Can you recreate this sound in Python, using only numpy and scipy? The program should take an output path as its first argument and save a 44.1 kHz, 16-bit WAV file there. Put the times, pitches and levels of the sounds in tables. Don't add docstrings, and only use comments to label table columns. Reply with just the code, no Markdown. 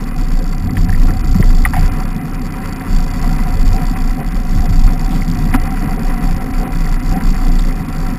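import sys
import numpy as np
from scipy import signal
from scipy.fft import rfft, irfft, next_fast_len
from scipy.io import wavfile
from scipy.ndimage import uniform_filter1d, minimum_filter1d

SR = 44100
rng = np.random.default_rng(int(sys.argv[2]) if len(sys.argv) > 2 else 0)


def magnitude_from_level(level_db):
    exponent = np.asarray(level_db, float) / 20
    return 10 ** exponent


def persist_wave(psi):
    counts = np.round(np.clip(psi, -1, 1) * 32767).astype(np.int16)
    wavfile.write(sys.argv[1], SR, np.atleast_2d(counts).T)


N = 360738

# (middle [s], peak level [dB], length [s], swing rate [Hz])
LURCHES = [(0.063, -16.5, 0.18, 28.9), (0.316, -10.5, 0.46, 28.68), (0.57, -16, 0.53, 28.38),
           (0.808, -7.8, 0.13, 28.08), (0.997, -6.5, 0.32, 26.66), (1.267, -10.5, 0.51, 30.43),
           (1.548, -7, 0.36, 28.0), (1.855, -8, 0.34, 29.8), (2.001, -19, 0.45, 28.2),
           (2.4, -18.2, 0.29, 29.5), (2.645, -22.5, 0.26, 29.25), (2.996, -5.5, 0.25, 27.52),
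           (3.174, -8, 0.18, 27.5), (3.346, -11, 0.48, 28.52), (3.657, -5, 0.31, 26.88),
           (3.895, -15, 0.29, 29.8), (4.071, -7, 0.17, 27.79), (4.46, -11.5, 0.69, 27.32),
           (4.839, -4.0, 0.27, 28.18), (5.106, -13.5, 0.83, 29.91), (5.541, -12.5, 0.47, 27.6),
           (5.86, -15, 0.34, 31.54), (6.109, -11.5, 0.2, 28), (6.347, -8.5, 0.32, 29.55),
           (6.587, -10.5, 0.17, 29.82), (6.851, -12.5, 0.39, 27.97), (7.109, -11, 0.18, 30.4),
           (7.304, -11, 0.22, 26.82), (7.595, -11, 0.62, 29.97), (8.034, -12.9, 0.28, 28.7)]
# (middle [s], peak level [dB], length [s])
RUTS = [(0.677, -19, 0.17), (0.79, -14, 0.11), (0.969, -19.5, 0.95), (1.398, -15, 0.67), (1.664, -16, 0.18),
        (1.824, -15.5, 0.37), (2.941, -22.5, 0.16), (3.279, -23, 0.29), (3.547, -19, 0.15),
        (3.696, -20.5, 0.29), (4.59, -13, 0.12), (4.707, -16.5, 0.099), (4.774, -24, 0.6),
        (5.484, -21, 0.91), (6.35, -21, 0.11), (7.132, -25, 0.33)]
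# (middle [s], peak level [dB], length [s])
RIPPLES = [(0.812, -21.5, 0.5), (1.096, -15.5, 0.059), (4.556, -23, 0.31), (5.135, -19.5, 0.23),
           (5.308, -20, 0.33), (5.452, -20, 0.24), (5.852, -21, 0.22), (6.251, -24, 0.21),
           (7.132, -24, 0.27), (7.29, -26, 0.15), (7.519, -22, 0.34)]
# (middle [s], peak level [dB], length [s])
CRUSTS = [(1.096, -33, 0.17), (3.291, -31, 0.31), (3.474, -29, 0.13), (3.774, -28.5, 0.26),
          (3.959, -30.5, 0.12), (4.2, -24.5, 0.1), (4.642, -31, 0.18), (4.935, -31.5, 0.41),
          (5.132, -32.5, 0.23), (5.549, -21.5, 0.067), (5.588, -33.5, 0.8), (5.913, -29.7, 0.36),
          (6.132, -33, 0.28), (6.326, -33, 0.64), (6.655, -27.5, 0.22), (7.159, -29, 0.16),
          (7.349, -29, 0.055), (7.458, -35, 0.37)]
# (time [s], crunch level [dB], looseness of the buzzing part [dB])
SNOW = [(0.0, -37.5, -3), (0.52, -38.5, -4.5), (1.73, -37, -3), (1.85, -31.5, -2.5), (2.16, -36.5, -5.5),
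        (2.76, -33, 0), (3.12, -35.5, 1.5), (3.39, -33.5, -3), (4.01, -35, -2), (4.35, -36.5, -3.5),
        (5.4, -35.5, -1), (5.69, -33, -5.5), (6.99, -34.5, -1), (7.27, -34, -1), (7.72, -35.5, -2),
        (8.18, -33.5, -2)]
# (time [s], peak level [dB], ring [Hz])
TWIGS = [(0.6933, -17, 2000), (0.7692, -10.5, 1770), (0.8939, -11.5, 1720), (0.9268, -12.5, 1850),
         (0.9466, -14, 1910), (1.1069, -14, 1730), (1.4263, -8.5, 1890), (1.6511, -0.5, 1950),
         (1.7355, -9, 1800), (1.7544, -13, 2020), (3.9604, -14.5, 2020), (4.2291, -22, 1780),
         (5.22, -12.5, 2100), (5.3772, -26, 2000), (5.529, -16, 2066), (5.5393, -6.5, 1840),
         (6.539, -16.5, 2300), (6.8468, -21, 2070), (6.8653, -14.5, 1902), (7.7099, -15.5, 1999)]
# (time [s], peak level [dB], ring [Hz])
LUMPS = [(1.0814, -15.5, 1130), (1.2381, -20, 1304), (1.3438, -17.5, 1310), (1.5015, -18, 1375),
         (1.7344, -10, 939), (1.9989, -16, 1192), (3.2375, -15, 1066), (4.8743, -16, 1141),
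         (5.1228, -24, 1338), (5.3662, -24, 1010), (5.5443, -6.5, 950), (5.8794, -18, 1086),
         (6.0926, -22, 1350), (6.2168, -20.5, 1058), (6.6204, -23, 785), (7.1594, -28, 1126)]
# (time [s], peak level [dB], colour [Hz], width [Hz], decay by 60 dB [s])
SCRAPES = [(.768, -25.5, 2497, 1200, .03), (1.395, -15.5, 330, 198, 0.096), (1.4243, -33, 2707, 1200, .03),
           (1.6496, -20, 3100, 1502, 0.012), (1.7335, -33, 2000, 1716, 0.06), (1.737, -16, 734, 110, 0.059),
           (1.764, -17, 740, 90, 0.1), (1.655, -18, 804, 200, 0.044), (1.76, -31, 2010, 700, 0.35),
           (5.105, -39, 3150, 1500, 0.31), (5.14, -41, 3002, 1498, 0.13), (5.539, -20, 1870, 1090, 0.08),
           (7.5909, -23.5, 3680, 1493, 0.029)]
# (time [s], peak level [dB], ring [Hz], decay by 60 dB [s])
BUMPS = [(0.779, -10, 162, 0.13), (1.119, -9, 267, 0.048), (1.239, -7, 300.5, 0.045),
         (1.351, 4.5, 180, 0.079), (1.399, 11.5, 161.2, 0.03), (1.778, -1, 147, 0.04),
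         (2.006, -9, 220, 0.067), (3.267, -22, 144, 0.03), (3.906, -1.5, 260, 0.056),
         (4.197, -11, 160.5, 0.058), (4.683, -1, 174.6, 0.072), (5.544, 5, 260, 0.057),
         (6.267, -1, 149.1, 0.04), (7.663, -8, 238.4, 0.049)]
# (frequency [Hz], width [Hz], level [dB])
FORK_MODES = [(54, 25.5, -9.5), (92.1, 14.7, -3), (75, 67, -12)]
# (frequency [Hz], width [Hz], level [dB])
FRAME_MODES = [(127, 96, -13), (159.2, 55, 4.5), (198.4, 61, -2.5), (248.8, 60, 1), (307, 190, -21.5),
               (422, 159, -19.5), (537.8, 40, -18)]
# (frequency [Hz], width [Hz], level [dB])
CASE_MODES = [(723.4, 46, 4), (762.6, 42.4, 4.5), (977, 101, 1), (1114, 300, -1.5), (1350, 106, -0.5),
              (1594, 900, -6.5), (2000, 203, -2.5), (2457, 253, -8.5), (2870, 200, -17.5)]
# (frequency [Hz], width [Hz], level [dB])
LOOSE_MODES = [(3415, 144, -8), (3680, 810, -11.5), (4592, 440, 0), (5310, 920, -4), (5640, 320, -3)]

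REST_DB, SMOOTH_DB, SOFT_DB = -28, -30, -38
TREAD_DB, MIDDLING_DB = -23, -35
JOSTLE, TRAVEL = .58, 1.15


def evened(x):
    return x / np.sqrt(np.mean(x ** 2) + 1e-20)


def noise():
    return rng.standard_normal(N)


def columns(rows):
    s, *values = np.transpose(rows)
    return [np.interp(np.arange(N) / SR, s, v) for v in values]


def swells(rows, rest_db, order=2):
    s, db, length = np.transpose(rows)[:3, :, None]
    t = np.arange(0, N + 64, 64) / SR
    shape = np.cos(np.pi * np.clip((t - s) / length, -.5, .5)) ** order
    power = magnitude_from_level(2 * rest_db) + ((magnitude_from_level(db) * shape) ** 2).sum(0)
    return np.interp(np.arange(N) / SR, t, 10 * np.log10(power))


def drift(top_hz):
    return evened(signal.sosfilt(signal.butter(2, top_hz, fs=SR, output="sos"), noise()))


def grains(per_s, spread_db):
    size = magnitude_from_level(spread_db * np.minimum(rng.exponential(1, N), 4)) * rng.choice([-1., 1.], N)
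    return evened(size * (rng.random(N) < per_s / SR))


def ring(x, modes):
    size = next_fast_len(len(x) + SR // 2) * 2
    hz = np.fft.rfftfreq(size, 1 / SR) + 1e-3
    power = sum(magnitude_from_level(2 * db) / (1 + ((hz ** 2 - f ** 2) / (hz * width)) ** 2) ** 2 for f, width, db in modes)
    cepstrum = irfft(np.log(power + 1e-9), size)[:size // 2]
    body = np.exp(rfft(cepstrum, size) - cepstrum[0] / 2)
    return irfft(rfft(x, size) * body, size)[:len(x)]


def spread(x, cycles):
    size = next_fast_len(len(x) + SR // 2)
    hz = np.maximum(np.fft.rfftfreq(size, 1 / SR), 300.)
    lag = np.exp(-2j * np.pi * cycles * (np.log(hz) - hz / 2600))
    return irfft(rfft(x, size) * lag, size)[:len(x)]


def add(mix, s, sound):
    part = mix[round(s * SR):][:len(sound)]
    part += sound[:len(part)]


def swing():
    hz = columns(LURCHES)[-1]
    sway = np.sqrt(2) * np.sin(2 * np.pi * np.cumsum(hz) / SR)
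    jostle = evened(ring(noise(), [(29.5, 13.6, 11.0), (40.4, 8.9, -4.5)]))
    free = magnitude_from_level(swells(LURCHES, REST_DB, order=1) - 0.33) * (sway + JOSTLE * jostle)
    return TRAVEL * np.tanh(free / TRAVEL)


def tyre():
    crunch_db = columns(SNOW)[0]
    firm_db = crunch_db - MIDDLING_DB
    shudder_db, lid_db = swells(RUTS, SMOOTH_DB), swells(CRUSTS, SOFT_DB)
    crust_db = lid_db - SOFT_DB
    rumble_db = swells(RIPPLES, TREAD_DB) + .3 * firm_db + 0.14 * crust_db
    rims_db = -40.0 + 0.5 * firm_db + 0.48 * crust_db
    walls_db = crunch_db + 0.49 + 0.13 * crust_db

    shudder = ring(noise(), FORK_MODES)
    rumble = ring(noise() * magnitude_from_level(1.55 * drift(20.4)), FRAME_MODES[:5])
    rims = ring(noise() * magnitude_from_level(3.0 * drift(18.0)), FRAME_MODES[5:])
    lid_snow, wall_snow = [noise() + .45 * grains(per_s=500., spread_db=2.5) for _ in range(2)]
    lid = ring(lid_snow * magnitude_from_level(1.8 * drift(24.0)), CASE_MODES[:2])
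    walls = ring(wall_snow * magnitude_from_level(2.23 * drift(61.0)), CASE_MODES[2:])

    low = magnitude_from_level(shudder_db) * shudder / np.std(shudder) + magnitude_from_level(rumble_db) * rumble / np.std(rumble)
    low = low + magnitude_from_level(rims_db) * evened(rims)
    return low + magnitude_from_level(walls_db) * evened(walls) + magnitude_from_level(lid_db + 0.19 * firm_db) * lid / np.std(lid)


def buzz(shake):
    loose_db = columns(SNOW)[-1]
    push = signal.sosfilt(signal.butter(2, 170., fs=SR, output="sos"), shake) * magnitude_from_level(loose_db)
    force = np.maximum(push, -.75 * push)
    seated = signal.lfilter([.0009], [1, -1 + 0.0016], force)
    wobble = magnitude_from_level(2.6 * drift(60.))
    grip = (0.034 + 1.39 * seated) * wobble
    slip = force ** 0.58 / (1 + (grip / (force + 1e-6)) ** 12)
    settled = signal.lfilter([.006], [1, -1 + 0.0063], slip)
    first_tap = np.maximum(slip - settled, 0)
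    coasting = -minimum_filter1d(-slip, size=121, origin=60)
    trickle = signal.lfilter([.002], [1, -1 + .002], slip)
    chatter = uniform_filter1d(coasting + 3.95 * first_tap, size=16) + 0.023 * trickle
    taps = grains(per_s=3300., spread_db=2.2)
    return magnitude_from_level(-23.0) * ring(taps * (chatter + 0.012), LOOSE_MODES + [(2930, 1320, -13.0)])


def knocks():
    ring_s, crunch_s = .021, .046
    tick, tail, t = np.zeros(N), np.zeros(N), np.arange(SR // 4) / SR
    rise = np.minimum(t / .0013, 1)
    blows = [(*row, .55) for row in TWIGS] + [(*row, 0) for row in LUMPS]
    for s, db, hz, loss in blows:
        fade = magnitude_from_level(db - 60 * t / (ring_s * magnitude_from_level(.4 * db)))
        add(tick, s, fade * rise * np.sin(2 * np.pi * hz * t))
        crunch = evened(signal.lfilter(*signal.iirpeak(hz, .6, fs=SR), rng.standard_normal(len(t))))
        add(tail, s, magnitude_from_level(db + loss * db - 60 * t / crunch_s) * rise * crunch)
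    for s, db, hz, width, t60 in SCRAPES:
        hiss = evened(ring(rng.standard_normal(len(t)), [(hz, width, 0)]))
        add(tick, s, magnitude_from_level(db - 60 * t / t60) * np.minimum(t / 0.0027, 1) * hiss)
    return 1.19 * tick + 1.03 * spread(ring(tail, CASE_MODES), cycles=6.5)


def bumps():
    out, t = np.zeros(N), np.arange(SR // 4) / SR
    rise = np.minimum(t / 0.0097, 1)
    for s, db, hz, t60 in BUMPS:
        add(out, s, magnitude_from_level(db - 60 * t / t60) * rise * np.sin(2 * np.pi * hz * t))
    return out


def scene():
    shake = swing() + tyre() + bumps() + knocks()
    return (shake + buzz(shake))[None]


def roll_off(x):
    return signal.sosfilt(signal.butter(12, 15700, fs=SR, output="sos"), x)


def record(dry):
    hold_hz = 12000
    guard = signal.butter(10, 5750., fs=SR, output="sos")
    loud = signal.sosfilt(guard, np.clip(dry, -1.02, 1.02))
    slow = signal.resample_poly(loud, hold_hz, SR, axis=1)
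    held = signal.resample_poly(np.repeat(slow, 4, axis=1), SR, 4 * hold_hz, axis=1)[:, :N]
    edge = signal.firwin(201, 15350., window=("kaiser", 7), fs=SR)
    limited = signal.oaconvolve(held, edge[None], "same")
    return roll_off(np.clip(limited, -1, 1))


dry = scene()
out = record(dry)
persist_wave(out)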